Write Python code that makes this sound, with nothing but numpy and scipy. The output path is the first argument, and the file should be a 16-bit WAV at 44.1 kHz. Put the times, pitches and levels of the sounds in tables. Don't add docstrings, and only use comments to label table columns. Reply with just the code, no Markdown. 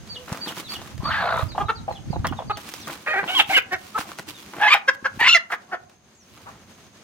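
import sys
import numpy as np
from scipy import signal
from scipy.fft import rfft, irfft, next_fast_len
from scipy.io import wavfile
from scipy.ndimage import uniform_filter1d, map_coordinates

SR = 44100
rng = np.random.default_rng(int(sys.argv[2]) if len(sys.argv) > 2 else 0)


def makeup_ratio(level_db):
    decades = np.asarray(level_db, float) / 20
    return 10 ** decades


def generate_wav(signal):
    frames = np.transpose(np.atleast_2d(signal))
    scaled = np.clip(frames, -1, 1) * 32767
    pcm = np.round(scaled).astype(np.int16)
    wavfile.write(sys.argv[1], SR, pcm)


N = 310023
SCENE_CUT_S = 2.57


def unit(x):
    return x / np.sqrt(np.mean(x ** 2) + 1e-20)


def along(points, hz):
    f, v = np.transpose(points)
    return np.interp(np.log(hz + 1), np.log(f + 1), v)


def curves(rows, t):
    s, *cols = np.transpose(rows)
    return [np.interp(t, s, c) for c in cols]


def wobble(rate_hz, size=N, count=1):
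    knots = rng.standard_normal((count, int(size * 2000 / SR) + 9))
    position = np.arange(size) * min(rate_hz, 2000) / SR
    at = np.broadcast_arrays(np.arange(count)[:, None], position)
    return map_coordinates(knots, at, order=1 if count > 1 else 3)


def filtered(x, response):
    m = next_fast_len(x.shape[-1] + 4096)
    spectrum = rfft(x, m) * response(np.fft.rfftfreq(m, 1 / SR))
    return irfft(spectrum, m)[..., :x.shape[-1]]


def rush(spectrum, alike, grain=1):
    def color(hz):
        turn = np.arccos(np.clip(along(alike, hz), -1, 1)) / 2
        return makeup_ratio(along(spectrum, hz)) * [np.cos(turn), np.sin(turn)]

    mid, side = filtered(grain * rng.standard_normal((2, N)), color)
    return unit(np.array([mid + side, mid - side]))


def add(track, s, x, pan_db, lag):
    shadow_rad = 1.43
    sides, pad = np.array([[1], [-1]]), 16

    def ports(hz):
        return np.exp(1j * shadow_rad * np.tanh(np.pi * hz * lag / SR / shadow_rad) * sides)

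    x = np.pad(x, pad)
    pair = filtered(x * makeup_ratio(sides * pan_db / 2), ports)
    start = max(round(s * SR) - pad, 0)
    track[:, start:start + len(x)] += pair[:, :N - start]


def fade(t, rise, fall):
    return np.clip((t - t[0]) / rise, 0, 1) * np.clip((t[-1] - t) / fall, 0, 1)


# (time [s], level [dB])
HUM = [(0.0, -48.5), (5.44, -50.5), (5.89, -58.5), (7.03, -51)]
# (frequency [Hz], density [dB/Hz])
HUM_COLOR = [(35, -37.5), (60, -31), (207, 0), (308, -10), (371, -6), (437, -9.5), (5590, -19.5),
             (16000, -36.5)]
# (frequency [Hz], left-right likeness [0-1])
HUM_ALIKE = [(60, 1), (300, 0.99), (700, 0.4), (1500, 0.58), (3000, 0)]


def village():
    t = np.arange(N) / SR
    hum_db, = curves(HUM, t)
    hum = makeup_ratio(hum_db + 1.0 + 2.3 * wobble(24.0)) * rush(HUM_COLOR, HUM_ALIKE)
    bursts_db = 2.5 * np.sin(2 * np.pi * 9.4 * t + .8 * wobble(2))
    wingbeat_db = 3 * np.sin(2 * np.pi * 47.5 * t)
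    insects = rush([(5700, -40), (6150, -6), (6550, 0.5), (6750, -15.0), (7000, -68.5)], [(30, 0.28)])
    return hum + makeup_ratio(0.55 * hum_db - 35) * makeup_ratio(bursts_db + wingbeat_db) * insects


# (time [s], level [dB])
LOW_RUSH = [(0, -46.5), (.33, -55.5), (.45, -58), (1, -41), (1.3, -37), (2, -40), (2.25, -29.5), (2.5, -40.5),
            (2.6, -59), (4.2, -58), (4.9, -71), (5.22, -49.5), (5.42, -74.5), (6.2, -63), (6.5, -56),
            (7.03, -63)]
# (frequency [Hz], density [dB/Hz])
BUFFET_COLOR = [(15, -57.5), (40, -14), (90, 0), (200, -8.5), (350, -18.5), (550, -101.5)]
# (time [s], peak [dB], frequency [Hz], left-right [dB])
LOW_THUMPS = [(0.317, -14.5, 158, 1), (0.99, -27.5, 100, 30), (1.423, -23.5, 93.5, -33),
              (1.646, -30, 82.2, -28), (2.098, -19, 146, -26), (2.104, -26, 330, -15),
              (2.163, -24, 300, -13), (2.188, -15.5, 81.5, 7), (2.31, -19, 223.5, -16),
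              (1.03, -20.5, 248, 0), (3.487, -26, 186, 3.5), (3.989, -22, 220.7, 1), (5.024, -29, 263, 2),
              (5.172, -26.5, 221, 3.5), (5.213, -19.5, 397, 3)]


def wind():
    t = np.arange(N) / SR
    level_db, = curves(LOW_RUSH, t)
    alike = np.where(t < SCENE_CUT_S, 0, .8)
    gusting = makeup_ratio(4 * np.vstack([wobble(25), wobble(25)]))
    left, right = unit(gusting * rush(BUFFET_COLOR, [(30, 0)]))
    right = alike * left + np.sqrt(1 - alike ** 2) * right
    out = makeup_ratio(level_db + 3.0) * np.array([left * makeup_ratio(-2), right * makeup_ratio(2)])
    for s, db, hz, pan_db in LOW_THUMPS:
        u = np.arange(-1.5, 1.5, hz / SR)
        pop = -makeup_ratio(db - 3.0) * np.cos(2 * np.pi * u) * np.exp(-(u / 0.5) ** 2)
        add(out, s - 0.44 / hz, pop, pan_db, 0)
    return out


# (delay [s], left [dB], right [dB])
WALL_SLAPS = [(.006, -11, -8.5), (.017, -16, -22.5), (0.026, -20.5, -29.5), (0.045, -22.5, -32),
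              (.058, -39.5, -29), (0.082, -33.5, -42.5)]
# (frequency [Hz], decay by 60 dB [s])
TAIL_DECAY = [(300, 0.77), (2000, 0.28), (8000, 0.1)]


def yard(x):
    hz, t, z = signal.stft(rng.standard_normal((2, SR // 2)), SR, nperseg=256)
    decay = makeup_ratio(-60 * t / along(TAIL_DECAY, hz)[:, None])
    tail = signal.istft(z * decay, SR, nperseg=256)[1]
    answer = makeup_ratio(-18.5) * np.pad(tail / np.linalg.norm(tail[0]), ((0, 0), (300, 0)))
    skews_s = rng.uniform(-0.0013, 0.001388, len(WALL_SLAPS))
    for (delay, *db), skew in zip(WALL_SLAPS, skews_s):
        at = [round((delay + skew) * SR), round((delay - skew) * SR)]
        answer[[0, 1], at] += makeup_ratio(np.array(db))
    return signal.fftconvolve(x, answer, axes=1)[:, :N]


# (time [s], length [s], start pitch [Hz], level [dB])
CHICK_PEEPS = [
    (0.085, 0.091, 4640, -41.5),
    (0.401, 0.098, 4650, -39.5),
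    (0.682, 0.084, 4612, -39),
    (1.033, .1, 4586, -40),
    (2.52, 0.052, 4500, -49),
]
# (time [s], length [s], start pitch [Hz], end pitch [Hz], level [dB])
FAR_SLIDES = [(1.48, 0.059, 4940, 3650, -49.5), (1.748, 0.045, 4780, 3700, -51),
              (0.634, .06, 4150, 3300, -51), (1.654, 0.042, 3950, 3500, -54),
              (2.1, 0.055, 4730, 3810, -54.5), (2.364, 0.037, 3800, 3225, -52),
              (2.47, 0.075, 4700, 3700, -57), (4.335, 0.06, 3830, 3300, -56), (2.8, .04, 6200, 4600, -56),
              (2.805, .05, 4300, 3300, -52), (1.9, 0.043, 4250, 4000, -56),
              (1.947, 0.03, 3540, 2860, -49.5), (2.24, .04, 4300, 4200, -61),
              (2.27, 0.027, 3500, 2800, -46), (6.14, 0.1, 7510, 5400, -64)]


def chicks():
    out = np.zeros((2, N))
    peep_held, slide_held, peep_drop = 0.48, 0.042, 0.61
    calls = [(s, length, hz, peep_drop * hz, db, peep_held) for s, length, hz, db in CHICK_PEEPS]
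    calls += [(*row, slide_held) for row in FAR_SLIDES]
    for s, length, start_hz, end_hz, db, held in calls:
        u = np.arange(0, length, 1 / SR) / length
        drop = np.clip((u - held) / (1.001 - held), 0, 1)
        hz = start_hz + (end_hz - start_hz) * (1 - (1 - drop ** 1.5) ** 1.9)
        hz -= (400 * np.exp(-u / 0.09) + 1000 * u ** 2 * (1 - drop)) * held
        phase = 2 * np.pi * np.cumsum(hz * (1 + .011 * wobble(300, size=len(u))[0])) / SR
        tone = np.sin(phase) + .06 * drop * np.sin(2 * phase)
        level_db = db + 2 * wobble(120, size=len(u))[0] + 17 * held * drop
        level_db -= 26 * held * np.exp(-((drop - .33) / .22) ** 2)
        add(out, s, tone * makeup_ratio(level_db) * fade(u, .12, .25), 1, 0.5)
    return out


# (time [s], peak [dB])
CLAW_TICKS = [(0.3275, -21.5), (0.3734, -32), (.0747, -45), (.1565, -45.5), (.8165, -35.5), (.8764, -44.5),
              (.9792, -40.5), (1.03, -42.5), (1.519, -43.5), (1.925, -42.5), (2.1929, -50.5),
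              (2.8794, -29.5), (3.9878, -27), (4.1955, -32.5), (2.335, -59), (2.2696, -15.5), (2.5721, -25),
              (2.6902, -29.5), (2.7386, -22), (2.872, -26), (3.5787, -13), (4.1174, -35), (4.1867, -25.5),
              (4.536, -43), (4.7411, -19), (5.8964, -57), (6.3765, -52)]


def ticks():
    out, t = np.zeros((2, N)), np.arange(SR // 20) / SR
    dirt = signal.butter(1, [300, 1800], "bandpass", fs=SR)
    for (s, db), (pan, lag) in zip(CLAW_TICKS, rng.standard_normal((len(CLAW_TICKS), 2))):
        crack, knock = rng.standard_normal((2, len(t)))
        crack = (crack - uniform_filter1d(crack, size=12)) * makeup_ratio(db + 6.5 - 60 * t / 0.0014)
        knock = signal.lfilter(*dirt, knock) * makeup_ratio(0.57 * db - 2.5 - 60 * t / 0.021)
        add(out, s, crack + knock, 2 * pan, 3 * lag)
    return out


# (time [s], length [s], level [dB])
FOOT_SCUFFS = [
    (0.274, 0.21, -39.5),
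    (0.46, 0.092, -35),
    (0.567, 0.082, -38.5),
    (0.689, 0.27, -45.5),
    (2.568, 0.044, -38.5),
    (2.871, 0.13, -37),
    (3.229, 0.051, -31.5),
    (4.046, 0.126, -42),
    (4.193, 0.0098, -26),
    (4.532, 0.19, -39),
    (6.368, 0.4, -54),
]


def scuffs():
    grit_hz, thud_hz = 940, 220

    def ground(f):
        roll_db = -5 * np.log2((f + 1) / grit_hz) ** 2
        thud_db = 2.0 - 10.7 * np.log2((f + 1) / thud_hz) ** 2
        return makeup_ratio(roll_db) + makeup_ratio(thud_db)

    out = np.zeros((2, N))
    for s, length, db in FOOT_SCUFFS:
        t = np.arange(0, length, 1 / SR)
        grit = rng.standard_normal(len(t)) * makeup_ratio(5.2 * wobble(300, size=len(t))[0])
        drag = unit(filtered(grit, ground)) * makeup_ratio(db)
        add(out, s, drag * fade(t, 0.0024, 0.62 * length), 0, 2)
    return out


# (middle [s], half width [s], level above 7 kHz [dB])
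WING_STROKES = [(0.322, 0.069, -51.5), (0.494, 0.024, -42), (0.587, 0.027, -41.5), (0.731, 0.031, -43.5),
                (.6, 0.44, -55), (.842, 0.035, -56), (1.421, 0.061, -51), (2.601, 0.035, -57),
                (2.684, 0.016, -50), (2.7, 0.32, -54), (2.76, 0.062, -52.5), (2.922, 0.041, -47),
                (3.02, 0.075, -61.5), (3.32, 0.062, -44.5), (3.398, 0.033, -39.5), (3.521, 0.036, -37.5),
                (3.575, 0.012, -35.5), (3.731, 0.0087, -44.5), (3.862, 0.092, -51), (4.009, 0.026, -37.5),
                (4.1, 0.049, -49.5), (4.201, 0.026, -51), (4.298, 0.021, -41.5), (4.4, 0.073, -51.5),
                (4.569, 0.065, -52), (4.945, 0.011, -51.5), (5.207, 0.0086, -43.5), (5.531, 0.023, -50),
                (5.181, 0.033, -55.5), (6.41, 0.14, -60), (6.75, 0.14, -65.5)]
# (frequency [Hz], density [dB/Hz])
FEATHER_COLOR = [(180, -24.5), (300, 9), (502, -11), (1120, 5), (1720, -0.5), (2740, 3), (8790, -7),
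                 (16000, -9.5)]


def wings(voice):
    t = np.arange(N) / SR
    breath_db, breath_s = -32.5, 0.031
    strokes = makeup_ratio(breath_db) * uniform_filter1d(np.abs(voice).mean(0), size=int(breath_s * SR))
    for s, width, db in WING_STROKES:
        same_scene = (t > SCENE_CUT_S) == (s > SCENE_CUT_S)
        strokes += makeup_ratio(db) * np.exp(-((t - s) / width) ** 2) * same_scene
    grain = makeup_ratio(3.2 * wobble(700) + 1.3 * wobble(90))
    noise = rush(FEATHER_COLOR, [(300, 1.0), (2000, 0.1), (5000, 0.074)], grain)
    top = filtered(noise, lambda hz: hz > 7200)
    return strokes * noise / np.std(top) * makeup_ratio([[-1], [1.5]])


# (frequency [Hz], gain [dB])
THROAT_GAIN = [(200, -9), (380, 3), (1100, 2), (2500, -5.5), (4200, -10), (6000, -17), (8000, -18.5),
               (11000, -22.5)]


def note(rows, throb, upper_db, under_db, ring_hz, ring_db):
    t = np.arange(rows[0][0], rows[-1][0], 1 / SR)
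    size = len(t)
    level_db, pitch, mouth, rough, pipe_db = curves(rows, t)
    jitter = (.005 + .065 * np.clip(rough, 0, 1)) * wobble(150, size=size)[0]
    turns = np.cumsum(pitch * (1 + jitter)) / SR
    k = np.arange(1, 2 * 9500 // min(pitch))[:, None] / 2
    hz, whole = k * pitch, k % 1 == 0
    effort_db = 0.22 * (level_db + 6.0) * np.clip(np.log2(hz / 3000), 0, 1)
    source = makeup_ratio(-2.5 * np.log2(k + 1) + effort_db)
    rough = np.clip(rough * (1 + .12 * k) + .008 * k, 0, 1)
    # (multiple, dB)
    modes = [(1, 14.0), (1.5, 1.5), (2, 1.8), (3, 2.5)]
    beak = makeup_ratio(ring_db - 4 * (np.log2(hz / ring_hz) / 0.17) ** 2)
    for m, db in modes:
        beak = beak + makeup_ratio(db + upper_db * (m > 1) - 3 * ((hz / mouth - m) / (.11 + .06 * rough)) ** 2)
    windpipe = makeup_ratio(pipe_db - 3.9 * (np.log2(hz / 740) / 0.15) ** 2)
    leak = makeup_ratio(-8 + under_db * (hz < .8 * mouth))
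    gain = source * makeup_ratio(along(THROAT_GAIN, hz)) * (beak + windpipe + leak)
    steady = np.sqrt(1 - rough) * whole * makeup_ratio(2.8 * wobble(45, size=size, count=len(k)))
    chaos = wobble(450, size=size, count=len(k)) + 1j * wobble(450, size=size, count=len(k))
    chaos *= np.sqrt(rough) * np.where(whole, .7, .75 * np.sqrt(rough)) * np.where(k < 1, .1, 1)
    lines = gain * (steady + chaos) * np.exp(2j * np.pi * k * turns)
    power = (gain ** 2 * (steady ** 2 + rough * .5)).sum(0) / 2
    buzz = lines.imag.sum(0) / np.sqrt(power)
    flap = np.cos(2 * np.pi * 59.7 * (t - 1.31) + .4 * wobble(25.31, size=size)[0])
    chop = makeup_ratio(curves(throb, t)[0] * (flap - .9))
    return buzz * chop * makeup_ratio(level_db) * fade(t, 0.0025, 0.001)


CHUCKLE_HZ = 389.1
# first bird [dB], second bird [dB]
UPPER_DB = (-3.5, -2.5)
# first bird [dB], second bird [dB]
ONSET_DB = (-6.5, -20)
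# (frequency [Hz], level [dB])
THROAT_RINGS = [(3100, -0.5), (5900, 2.5)]


def cluck(s, length, db, pitch, mouth, rough, under_db, sudden=False):
    bird = int(s > SCENE_CUT_S)
    # (share of length, dB, pitch factor)
    shape = [(0, ONSET_DB[bird], .95), (.3, -3, .99), (.55, 3, 1.01), (.8, 1.5, 1), (1, -8, .95),
             (1.4, -21, 0.83)]
    if sudden:
        shape = [(0, -7.5, .97), (.2, 2, 1.01), (.7, 0.5, 0.98), (1, -9.5, .92), (1.4, -21.5, 0.83)]
    pipe_db = 16 - 13.5 * abs(np.log2(pitch / CHUCKLE_HZ * mouth / 850))
    rows = [(s + u * length, db + swell_db, pitch * bend, mouth, rough, pipe_db)
            for u, swell_db, bend in shape]
    return note(rows, [(0, 0.014)], UPPER_DB[bird], under_db, *THROAT_RINGS[bird])


def squawk(rows, rest_hz, rise, gape, pipe_db, throb_db, *timbre):
    top_s, _, top_hz, _ = max(rows, key=lambda row: row[2])
    throb, path = [], []
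    for s, db, pitch, rough in rows:
        falling = s > top_s
        slack_db = throb_db * (1 - pitch / top_hz) * (1 if falling else 0.75)
        throb.append((s, slack_db))
        mouth = rest_hz + rise * pitch + gape * (s - rows[0][0])
        path.append((s, db, pitch, mouth, rough, pipe_db + 2.2 * slack_db * falling))
    return note(path, throb, *timbre)


# (time [s], level [dB], pitch [Hz], roughness [0-1])
RATTLE_SQUAWK = [(1, -46, 500, .9), (1.04, -37, 540, .6), (1.047, -23, 570, .4), (1.085, -22, 660, .4),
                 (1.118, -24, 879.4, .6), (1.195, -23, 840, .55), (1.25, -19.5, 690, .55),
                 (1.405, -21.5, 650, .5), (1.436, -29, 640, .7)]
# (time [s], level [dB], pitch [Hz], roughness [0-1])
ALARM_SQUAWKS = [
    [(3.062, -34, 578, .8), (3.072, -24, 596, .6), (3.095, -23, 612, .1), (3.13, -22, 624, .1),
     (3.14, -23, 400, .1), (3.165, -24, 372, .25), (3.19, -21, 402, .12), (3.21, -28, 396, .15),
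     (3.236, -40, 390, .1)],
    [(3.275, -31, 650, .45), (3.305, -22, 747, .25), (3.317, -28, 745, .15), (3.348, -23, 767, .08),
     (3.352, -21, 1130, .15), (3.37, -16, 1075, .06), (3.388, -19, 960, .25), (3.4, -9, 800, .7),
     (3.43, -37.5, 705, .8)],
    [(3.492, -30, 596, .14), (3.505, -19, 780, .12), (3.515, -20, 808, .25), (3.532, -25, 800, .5)],
    [(3.528, -24, 775, .5), (3.545, -16, 745, .2), (3.552, -19, 735, .3)],
    [(3.548, -18, 760, .2), (3.556, -12, 742, .08), (3.568, -11, 725, .06), (3.575, -22, 700, .2)],
    [(3.562, -22, 570, .3), (3.57, -15, 555, .15), (3.58, -12, 515, .25), (3.588, -17, 495, .3),
     (3.6, -36, 490, .33)],
]
# (time [s], level [dB], pitch [Hz], roughness [0-1])
SCREAM_SQUAWKS = [
    [(4.59, -41.5, 697, .6), (4.625, -16.5, 846, .36), (4.676, -15, 850, .22), (4.682, -14, 1025, .35),
     (4.7, -21, 1054, .6), (4.708, -14.5, 1140, .35), (4.74, -10.5, 1240, .55), (4.745, -14, 844, .3),
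     (4.778, -31, 800, .8)],
    [(5.19, -37, 857.4, 0.45), (5.205, -15, 930, 0.43), (5.265, -14, 1018, 0.6), (5.281, -10, 1150, .7)],
    [(5.279, -14.5, 1366, .25), (5.292, -8.5, 1490, .2), (5.296, -10, 1320, .1), (5.317, -13.5, 1400, .14),
     (5.324, -16.5, 1510, .3), (5.328, -9.5, 1410, .1), (5.346, -14.5, 1370, .16)],
    [(5.345, -9, 703.7, 0.1), (5.367, -13, 672, 0.03), (5.382, -27, 545.5, 0.133)],
]
# (resting mouth [Hz], rise [Hz/Hz], gape [Hz/s], windpipe [dB], throb [dB])
SQUAWK_POSTURES = [(55.52, 1.78, 1.4, -1, 21.5), (1880, 0.41, 100, 10, -4), (2350, .9, 1, -10, .3),
                   (2300, .3, 1, 12, 3), (1500, 1.01, 1, -20, 3), (2150, 1.01, 1, -30, .3),
                   (1190, .95, 1, -14, .3), (453, 1.65, 110, 6.5, -4.5), (192, 2.21, 110, 18.5, 19.5),
                   (793, 1.83, 100, -7.5, 7), (500.5, 2.28, 103.5, -47, 4)]
# (upper beak [dB], below mouth resonance [dB], throat resonance [Hz], its level [dB])
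SQUAWK_TIMBRES = [(-2, -4, 3870, 5), (-5, 3, 1540, 9.5), (-17, 1, 1450, -4.5), (4, -3, 1700, 6.5),
                  (-0.5, -17, 2500, 13), (-13, -10, 2700, 8), (6.5, -3, 2600, 15.5), (5, 8, 3000, 1.5),
                  (3, 5, 1880, 5.5), (-3.5, -1.5, 5800, 3.5), (0.5, -6.5, 5600, 2)]
# (time [s], length [s], level [dB], pitch [Hz], mouth resonance [Hz])
CLEAR_CLUCKS = [
    (.139, 0.12, -48.5, 502, 500),
    (1.597, 0.029, -23, 408.4, 1110),
    (1.683, 0.029, -19.5, 442.5, 1255),
    (2.496, 0.023, -20.5, 416, 1300),
    (3.707, 0.047, -23, 373.8, 1880),
    (3.944, 0.03, -22.5, 433, 1290),
    (4.875, 0.025, -13, 535.3, 1682),
    (5.041, 0.032, -19, 553.5, 1556),
    (5.672, 0.057, -51.5, 371, 1150),
    (5.711, 0.045, -27, 366, 1555),
]
# (time [s], length [s], level [dB], mouth resonance [Hz])
HOARSE_CHUCKLES = [(1.549, 0.019, -32.5, 880), (1.576, 0.019, -23, 940), (1.63, 0.021, -36, 850),
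                   (1.878, 0.022, -28, 810), (1.905, 0.012, -28, 830), (2.127, 0.023, -34, 848),
                   (2.158, .01, -28, 810), (2.243, 0.021, -22, 1385), (2.322, 0.017, -32.5, 1200),
                   (2.385, 0.029, -31.5, 850), (2.419, .012, -33, 850), (3.976, 0.018, -25.5, 1290),
                   (4.008, 0.0077, -30, 1214), (5.499, 0.02, -34, 1407), (5.518, .03, -23, 1730),
                   (6.457, 0.054, -43.5, 1170)]
# (time [s], lag of right port [samples], left-right [dB])
BIRD_BEARING = [(0, 9, -3), (1.3, 1, 1), (1.7, 2, 0), (1.9, 13, 0.5), (2.15, 9, 0), (2.25, -4, -1),
                (3.6, -6.5, -1), (4.6, 3.5, 0), (5.3, 2.5, 0), (5.34, 1.5, -1), (6.46, 12, 2.5)]


def fowl():
    calls = []
    squawks = [RATTLE_SQUAWK, *ALARM_SQUAWKS, *SCREAM_SQUAWKS]
    for rows, posture, timbre in zip(squawks, SQUAWK_POSTURES, SQUAWK_TIMBRES):
        calls.append((rows[0][0], squawk(rows, *posture, *timbre)))
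    for s, length, db, pitch, mouth in CLEAR_CLUCKS:
        rough = .27 if s > 5 else .1
        chest_db = 3.5 - 12.5 * np.log2(pitch / CHUCKLE_HZ)
        calls.append((s, cluck(s, length, db, pitch, mouth, rough, chest_db)))
    for s, length, db, mouth in HOARSE_CHUCKLES:
        calls.append((s, cluck(s, length, db, CHUCKLE_HZ, mouth, rough=.65, under_db=-3, sudden=True)))
    out = np.zeros((2, N))
    for s, sound in calls:
        lag, pan_db = curves(BIRD_BEARING, s)
        add(out, s, sound, pan_db, lag)
    return out


def scene():
    voice = fowl()
    near, far = voice + ticks() + scuffs(), chicks()
    step = 1 / (.25 * SR)
    loud = signal.lfilter([step], [1, step - 1], np.abs(near).mean(0))
    air = village() / (1 + loud / 0.085)
    return near + far + yard(near + makeup_ratio(17.5) * far) + wings(voice) + wind() + air


def low_pass(x):
    return signal.sosfilt(signal.butter(12, 15900, fs=SR, output="sos"), x)


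def record(dry):
    mix = dry / (1 + np.abs(dry) ** 8) ** (1 / 8)
    return low_pass(mix)


dry = scene()
out = record(dry)
generate_wav(out)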